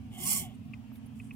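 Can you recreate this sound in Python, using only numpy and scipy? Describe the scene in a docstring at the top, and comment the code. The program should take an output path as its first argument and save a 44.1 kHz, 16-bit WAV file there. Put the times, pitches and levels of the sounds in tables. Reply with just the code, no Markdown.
"""A room's steady machine hum and low rush of air, then a small brushed motor spins up and coasts down once.
The motor is held in a hand, near a stereo microphone: shaped noise for its brush hiss, shaft orders
and noise ringing resonances for its casing, multiples of the shaft speed for its whine.
A plastic lever clicks (decaying sines); soft taps and fingers brushing plastic are filtered noise.
The hum is wavering sines, the air shaped noise."""
import sys
import numpy as np
from scipy import signal
from scipy.io import wavfile
from scipy.ndimage import uniform_filter1d

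SR = 44100
rng = np.random.default_rng(int(sys.argv[2]) if len(sys.argv) > 2 else 0)


def wav_out(sig):
    """Save sig, one row per channel (or a flat mono array), as 16-bit PCM at SR to the path in sys.argv[1]."""
    wavfile.write(sys.argv[1], SR, np.round(np.clip(np.atleast_2d(sig).T, -1, 1) * 32767).astype(np.int16))


def volts_from_db(level):
    """Convert decibel levels to linear amplitude ratios."""
    exponent = np.asarray(level, float) / 20
    return 10 ** exponent


N = 59535  # samples

# Brush hiss over time, before its flicker. Each row: time in seconds, level in dB.
HISS_LEVEL = [(.1, -87), (.13, -66), (.164, -61), (.18, -55), (.202, -46), (.236, -38), (.266, -34),
              (.326, -32.5), (.366, -33.5), (.398, -36.5), (.43, -46.5), (.465, -58), (.478, -70),
              (.56, -85)]
# Shaft speed. Each row: time in seconds, speed in Hz.
SHAFT_SPEED = [(.1, 60), (.175, 123), (.195, 143), (.235, 170), (.265, 184), (.3, 208), (.318, 211),
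               (.345, 203), (.357, 184), (.395, 163), (.428, 143), (.447, 125), (.49, 112), (.56, 50)]
# Colour of the brush hiss. Each row: frequency in Hz, relative density in dB.
HISS_COLOUR = [(3000, -40), (3900, -35), (4150, -13.5), (4850, -8.5), (5300, -1), (6260, -6), (7200, 2.5),
               (8300, 3), (9900, 2.5), (11300, -4), (12300, -3), (13300, 1), (15500, -2.5), (16500, -35)]
# Can modes in the hiss. Each row: frequency in Hz, width in Hz, gain in dB before RING_DB.
CAN_MODES = [(3900, 39, -23), (4300, 43, 3), (7310, 48, 8), (9000, 18, -22), (9810, 170, 5.5),
             (11380, 200, 12.5), (13700, 41, -7), (13500, 130, -17), (15600, 110, -10)]
# Likeness of the hiss at the two microphone ports. Each row: frequency in Hz, correlation before scatter.
HISS_LIKENESS = [(3000, .65), (16000, .6)]
# Side the hiss leans to. Each row: frequency in Hz, left minus right in dB.
HISS_LEAN = [(60, -4.5), (180, -4), (550, -2), (1650, -14), (4970, -7), (15000, -4.0)]
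# Reflections turn one port against the other. Each row: frequency in Hz, phase scatter in radians rms.
HISS_PORT_SCATTER = [(3000, 3.16), (16000, 2.4)]
# Casing and table resonances that the shaft orders sweep through. Each row: frequency in Hz, nominal width
# in Hz, gain in dB, dB gained per dB of hiss, left minus right in dB, radians by which left leads.
CASING_MODES = [(163.8, 19, -6, .5, 9.5, 0.34), (193.2, 35, -6.5, 1.2, 13, 1.6),
                (357.4, 25.7, -14.5, 0.18, 9.5, 0.39), (647, 51, -20, 0.2, 0.5, 1.56),
                (743, 85, -11, 0.2, 3.5, 0.82), (829, 100, -10, 1.7, 15, 2.24),
                (1105, 44.5, -9.5, 0.46, -3, 0.51), (1250, 150, -16.5, 2.14, -4.5, .9),
                (2155, 170, -8.5, 0.47, -2, 1.4), (2353, 67, -6, 2.6, 18, 0.96), (2496, 67, -3, 9, -8, 1.4),
                (3019, 317, -9.5, 0.33, 0, 1.66), (3200, 110, -5, .45, 5, 2.6)]
# Orders that shake the casing. 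Each row: multiple of shaft speed, relative level in dB.
SHAFT_ORDERS = [(1, -2), (2, -18.5), (2.45, -7.5), (4, -16.5), (6, -6)]
# Commutator whine. Each row: multiple of shaft speed, level in dB rms at top speed before
# flicker and pan, left minus right in dB.
WHINE_ORDERS = [(10, -55, 0), (12, -53, 0), (14, -50, 1), (16, -55, 0), (20, -52, -8), (22, -51, -8),
                (24, -51, -5), (26, -50, -4)]
# How well the casing sounds the whine. Each row: frequency in Hz, gain in dB.
WHINE_RADIATION = [(1500, -20), (1900, -12), (2080, 0), (3400, 0), (3600, -14), (3950, -16), (4150, 0),
                   (6000, 0)]
# Lever clicks. Each row: start in seconds, peak of the first blow in dB before pan, delay of the second
# blow in seconds, second blow against the first in dB, left minus right in dB.
LEVER_CLICKS = [(.7352, -38, .0033, -1, 4), (1.1990, -42, .0036, -1, 2), (1.3082, -40, .0036, -1, 2)]
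# Modes of the lever. Each row: frequency in Hz, relative level in dB, 60 dB decay time in seconds.
LEVER_MODES = [(2080, -22, 0.031), (2530, -14, 0.022), (2520, 0.5, 0.0057), (1156, -29.5, 0.021)]
# Soft taps. Each row: start in seconds, level in dB before rise and decay, centre in Hz,
# 60 dB decay time in seconds.
SOFT_TAPS = [(.7395, -59, 4500, .02), (.9165, -50, 700, .03), (.9555, -55, 2200, .03),
             (.9560, -59, 11000, .03)]
# Finger brushes. Each row: start in seconds, length in seconds, level in dB before fades, grain and pan,
# centre in Hz, width in Hz of each of two filters.
FINGER_BRUSHES = [(.535, .03, -71.5, 8840, 2960), (.640, .03, -79, 12000, 5000),
                  (.915, .08, -68.5, 13200, 3000), (.935, 0.064, -72.5, 9970, 3000),
                  (1.053, 0.021, -65.5, 10700, 700), (1.055, 0.024, -73, 13700, 2000),
                  (1.140, 0.078, -70, 9600, 9100), (1.180, 0.14, -69.5, 8800, 4240),
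                  (1.320, .06, -65, 11000, 7100)]
# Machine hum. Each row: frequency in Hz, level in dB rms before waver and pan.
HUM_LINES = [(59.2, -87), (118.4, -56), (220.7, -52), (242.2, -56), (258.4, -56.5), (479.1, -79),
             (597.5, -84.5), (721.4, -81.5)]
# Colour of the room air. Each row: frequency in Hz, relative density in dB.
AIR_COLOUR = [(12, -53), (20, -20.5), (43, -14), (101, 0.5), (177, -5.5), (234, -5), (285, -10.5),
              (319, -23), (446, -25), (542, -33), (718, -24.5), (976, -30), (1570, -36), (2140, -35),
              (2530, -32), (2910, -31.5), (3840, -42), (9950, -48), (16000, -51.5)]
# Likeness of the air at the two ports. Each row: frequency in Hz, correlation before scatter.
AIR_LIKENESS = [(60, 0.77), (180, 0.81), (550, 0.5), (1650, 0.22), (4970, -0.02), (15000, 0.05)]
# Side the air leans to. Each row: frequency in Hz, left minus right in dB.
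AIR_LEAN = [(60, -4.5), (180, 2), (550, -1.5), (1650, 3.5), (4970, 0.5), (15000, -5)]
# Reflections in the air sound. Each row: frequency in Hz, phase scatter in radians rms.
AIR_PORT_SCATTER = [(40, 0.18), (200, 0.28), (1000, 1.18), (4000, 1.1), (16000, 0.6)]

RING_DB = -6.5  # the can modes against the plain hiss
FULL_DB = -30  # hiss level at which the casing modes have their listed gain
CASING_DB, RATTLE_DB = -29, 8  # drive of the casing; noise beside the orders
TOP_HZ, WHINE_FALL_DB = 211, 90  # the whine loses WHINE_FALL_DB x the share of top speed missing
LEVER_LEAD = 0.36  # radians by which left leads
AIR_DB = -48.5  # rms of the air, left and right averaged


def evened(x):
    """Scales to rms 1."""
    return x / np.sqrt(np.mean(x ** 2) + 1e-20)


def read(points, hz):
    """Reads a curve along a logarithmic frequency axis."""
    f, value = np.transpose(points)
    return np.interp(np.log(hz + 1), np.log(f + 1), value)


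def add(mix, s, sound):
    """Lays a stereo sound into the mix at s seconds."""
    part = mix[:, round(s * SR):][:, :sound.shape[1]]
    part += sound[:, :part.shape[1]]


def sides(db):
    """Left and right gains that differ by db."""
    return volts_from_db(np.array([[.5], [-.5]]) * db)


def resonate(x, hz, width):
    """A two-pole resonance of gain 1."""
    return signal.lfilter(*signal.iirpeak(hz, hz / width, SR), x)


def wobble(per_s):
    """Random drift of rms 1, smoothed twice over 1 / per_s seconds."""
    size = int(SR / per_s)
    return evened(uniform_filter1d(uniform_filter1d(rng.standard_normal(N), size), size))


def stereo_noise(gain, same, side, scatter, patchy_db, size):
    """Random short-time spectra with patches, as two microphone ports hear them; mid rms 1."""
    hz = np.fft.rfftfreq(size, 1 / SR)
    a, b, c, d, patches = rng.standard_normal((N * 4 // size + 5, len(hz), 5)).T
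    patches = evened(uniform_filter1d(uniform_filter1d(patches, 6, 0), 6, 1))
    turn = read(scatter, hz) * evened(uniform_filter1d(rng.standard_normal(len(hz)), size=5))
    like = np.clip(read(same, hz), -1, 1)[:, None]
    left = a + 1j * b
    right = like * left + np.sqrt(1 - like ** 2) * (c + 1j * d)
    right = right * np.exp(-1j * turn)[:, None]
    tilt = volts_from_db(read(side, hz) / 2)[:, None]
    z = np.array([left * tilt, right / tilt]) * gain(hz)[:, None] * volts_from_db(patchy_db * patches)
    x = signal.istft(z, nperseg=size, noverlap=size * 3 // 4)[1][:, :N]
    return x / np.sqrt(np.mean(x.mean(0) ** 2))


def brush_hiss(level_db, turns):
    """Brushes hiss and spark over the segments, six pulses a turn, coloured by the can modes."""
    def colour(hz):
        rings = sum(volts_from_db(db) / (1 + (2 * (hz - f) / w) ** 2) for f, w, db in CAN_MODES)
        return volts_from_db(read(HISS_COLOUR, hz)) * (1 + volts_from_db(RING_DB) * rings)

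    hiss = stereo_noise(colour, HISS_LIKENESS, HISS_LEAN, HISS_PORT_SCATTER, 2.43, size=1024)
    segments_db = 1.1 * np.cos(2 * np.pi * 6 * turns)
    sparks = volts_from_db(1.77 * wobble(1500) + segments_db + 1.47 * wobble(55))
    return volts_from_db(level_db) * sparks * hiss


def casing_ring(level_db, turns):
    """Shaft orders and noise ring the casing and table as the speed passes their resonances."""
    orders = sum(volts_from_db(db + 4.3 * wobble(40)) * np.cos(2 * np.pi * (k * turns + rng.random()))
                 for k, db in SHAFT_ORDERS)
    running = np.clip((level_db + 90) / 15, 0, 1)
    drive = orders + volts_from_db(RATTLE_DB) * rng.standard_normal(N)
    drive = signal.hilbert(drive * volts_from_db(CASING_DB) * running)  # complex, so that phase can be turned
    casing = np.zeros((2, N))
    for hz, w, db, follow, pan_db, lead in CASING_MODES:
        ring = resonate(resonate(drive, hz, 1.34 * w), hz, 1.52 * w)
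        ring = (ring * np.exp(1j * np.array([[lead], [0]]))).real
        casing += volts_from_db(db + follow * (level_db - FULL_DB)) * sides(pan_db) * ring
    return casing


def commutator_whine(shaft_hz, turns):
    """Tones at multiples of the shaft speed, weaker as it slows and where the casing radiates badly."""
    missing = 1 - shaft_hz / TOP_HZ
    whine = np.zeros((2, N))
    for k, db, pan_db in WHINE_ORDERS:
        level = db + read(WHINE_RADIATION, k * shaft_hz) - WHINE_FALL_DB * missing + 1.3 * wobble(50)
        tone = np.cos(2 * np.pi * (k * turns + rng.random((2, 1)) / 3))
        whine += np.sqrt(2) * volts_from_db(level) * sides(pan_db) * tone
    return whine


def motor():
    """One run of the motor: hiss, casing and whine share the same shaft angle."""
    t = np.arange(N) / SR
    level_db = np.interp(t, *np.transpose(HISS_LEVEL), left=-120, right=-120)
    shaft_hz = np.interp(t, *np.transpose(SHAFT_SPEED))
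    turns = np.cumsum(shaft_hz) / SR
    return brush_hiss(level_db, turns) + casing_ring(level_db, turns) + commutator_whine(shaft_hz, turns)


def click(s, peak_db, gap_s, second_db, pan_db):
    """Two quick soft blows ring the lever's modes."""
    t, lead = np.arange(0, .06, 1 / SR), np.array([[LEVER_LEAD], [0]])

    def ring(u):
        modes = sum(volts_from_db(db - 60 * u / t60) * np.sin(2 * np.pi * hz * u + lead) for hz, db, t60 in LEVER_MODES)
        return (1 - np.exp(-(u / 0.0014) ** 2)) * modes  # soft onset

    first = ring(t)
    second = volts_from_db(second_db) * ring(np.maximum(t - gap_s, 0))
    return s, volts_from_db(peak_db) * sides(pan_db) * (first + second) / abs(first).max()


def tap(s, start_db, hz, t60):
    """A dull damped knock: noise through two broad resonances, dying away."""
    t = np.arange(0, .05, 1 / SR)
    shake = rng.standard_normal((2, len(t))) + rng.standard_normal(len(t))  # partly common to both sides
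    knock = resonate(resonate(shake, hz, .9 * hz), hz, .9 * hz)
    return s, volts_from_db(start_db - 60 * t / t60) * np.minimum(t / .0015, 1) * evened(knock)


def brush(s, length, db, hz, width):
    """Skin slides on plastic: a grainy swish, louder on the right."""
    n = round(length * SR)
    rub = rng.standard_normal((2, n)) + 0.56 * rng.standard_normal(n)  # partly common to both sides
    swish = resonate(resonate(rub, hz, width), hz, width)
    grain_db = 2.1 * wobble(150)[:n]
    return s, volts_from_db(db + grain_db) * signal.windows.tukey(n, .7) * evened(swish) * sides(-6)


def machine_hum():
    """Steady lines that waver a little in level and phase, louder on the right, left leading."""
    t = np.arange(N) / SR
    lead = np.array([[.4], [-.4]])  # radians
    hum = np.zeros((2, N))
    for hz, db in HUM_LINES:
        phase = 2 * np.pi * (hz * t + rng.random()) + 0.37 * wobble(18) + lead
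        hum += np.sqrt(2) * volts_from_db(db + 0.79 * wobble(24)) * np.sin(phase)
    return hum * sides(-8.4)


def room_air():
    """The low rush of air: patchy noise, strongest in the bass."""
    air = stereo_noise(lambda hz: volts_from_db(read(AIR_COLOUR, hz)), AIR_LIKENESS, AIR_LEAN, AIR_PORT_SCATTER,
                       2.6, size=4096)
    return volts_from_db(AIR_DB) * air


def scene():
    """The motor in its room, with the lever, taps and fingers laid in at their times."""
    mix = motor() + machine_hum() + room_air()
    for table, source in (LEVER_CLICKS, click), (SOFT_TAPS, tap), (FINGER_BRUSHES, brush):
        for row in table:
            add(mix, *source(*row))
    return mix


def band_limit(x):
    """A steep low-pass at the top of the band."""
    return signal.sosfilt(signal.butter(12, 16300, fs=SR, output="sos"), x)


def record(dry):
    """The stereo microphone's signal, with nothing added to the mix."""
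    return band_limit(dry)


dry = scene()
out = record(dry)
wav_out(out)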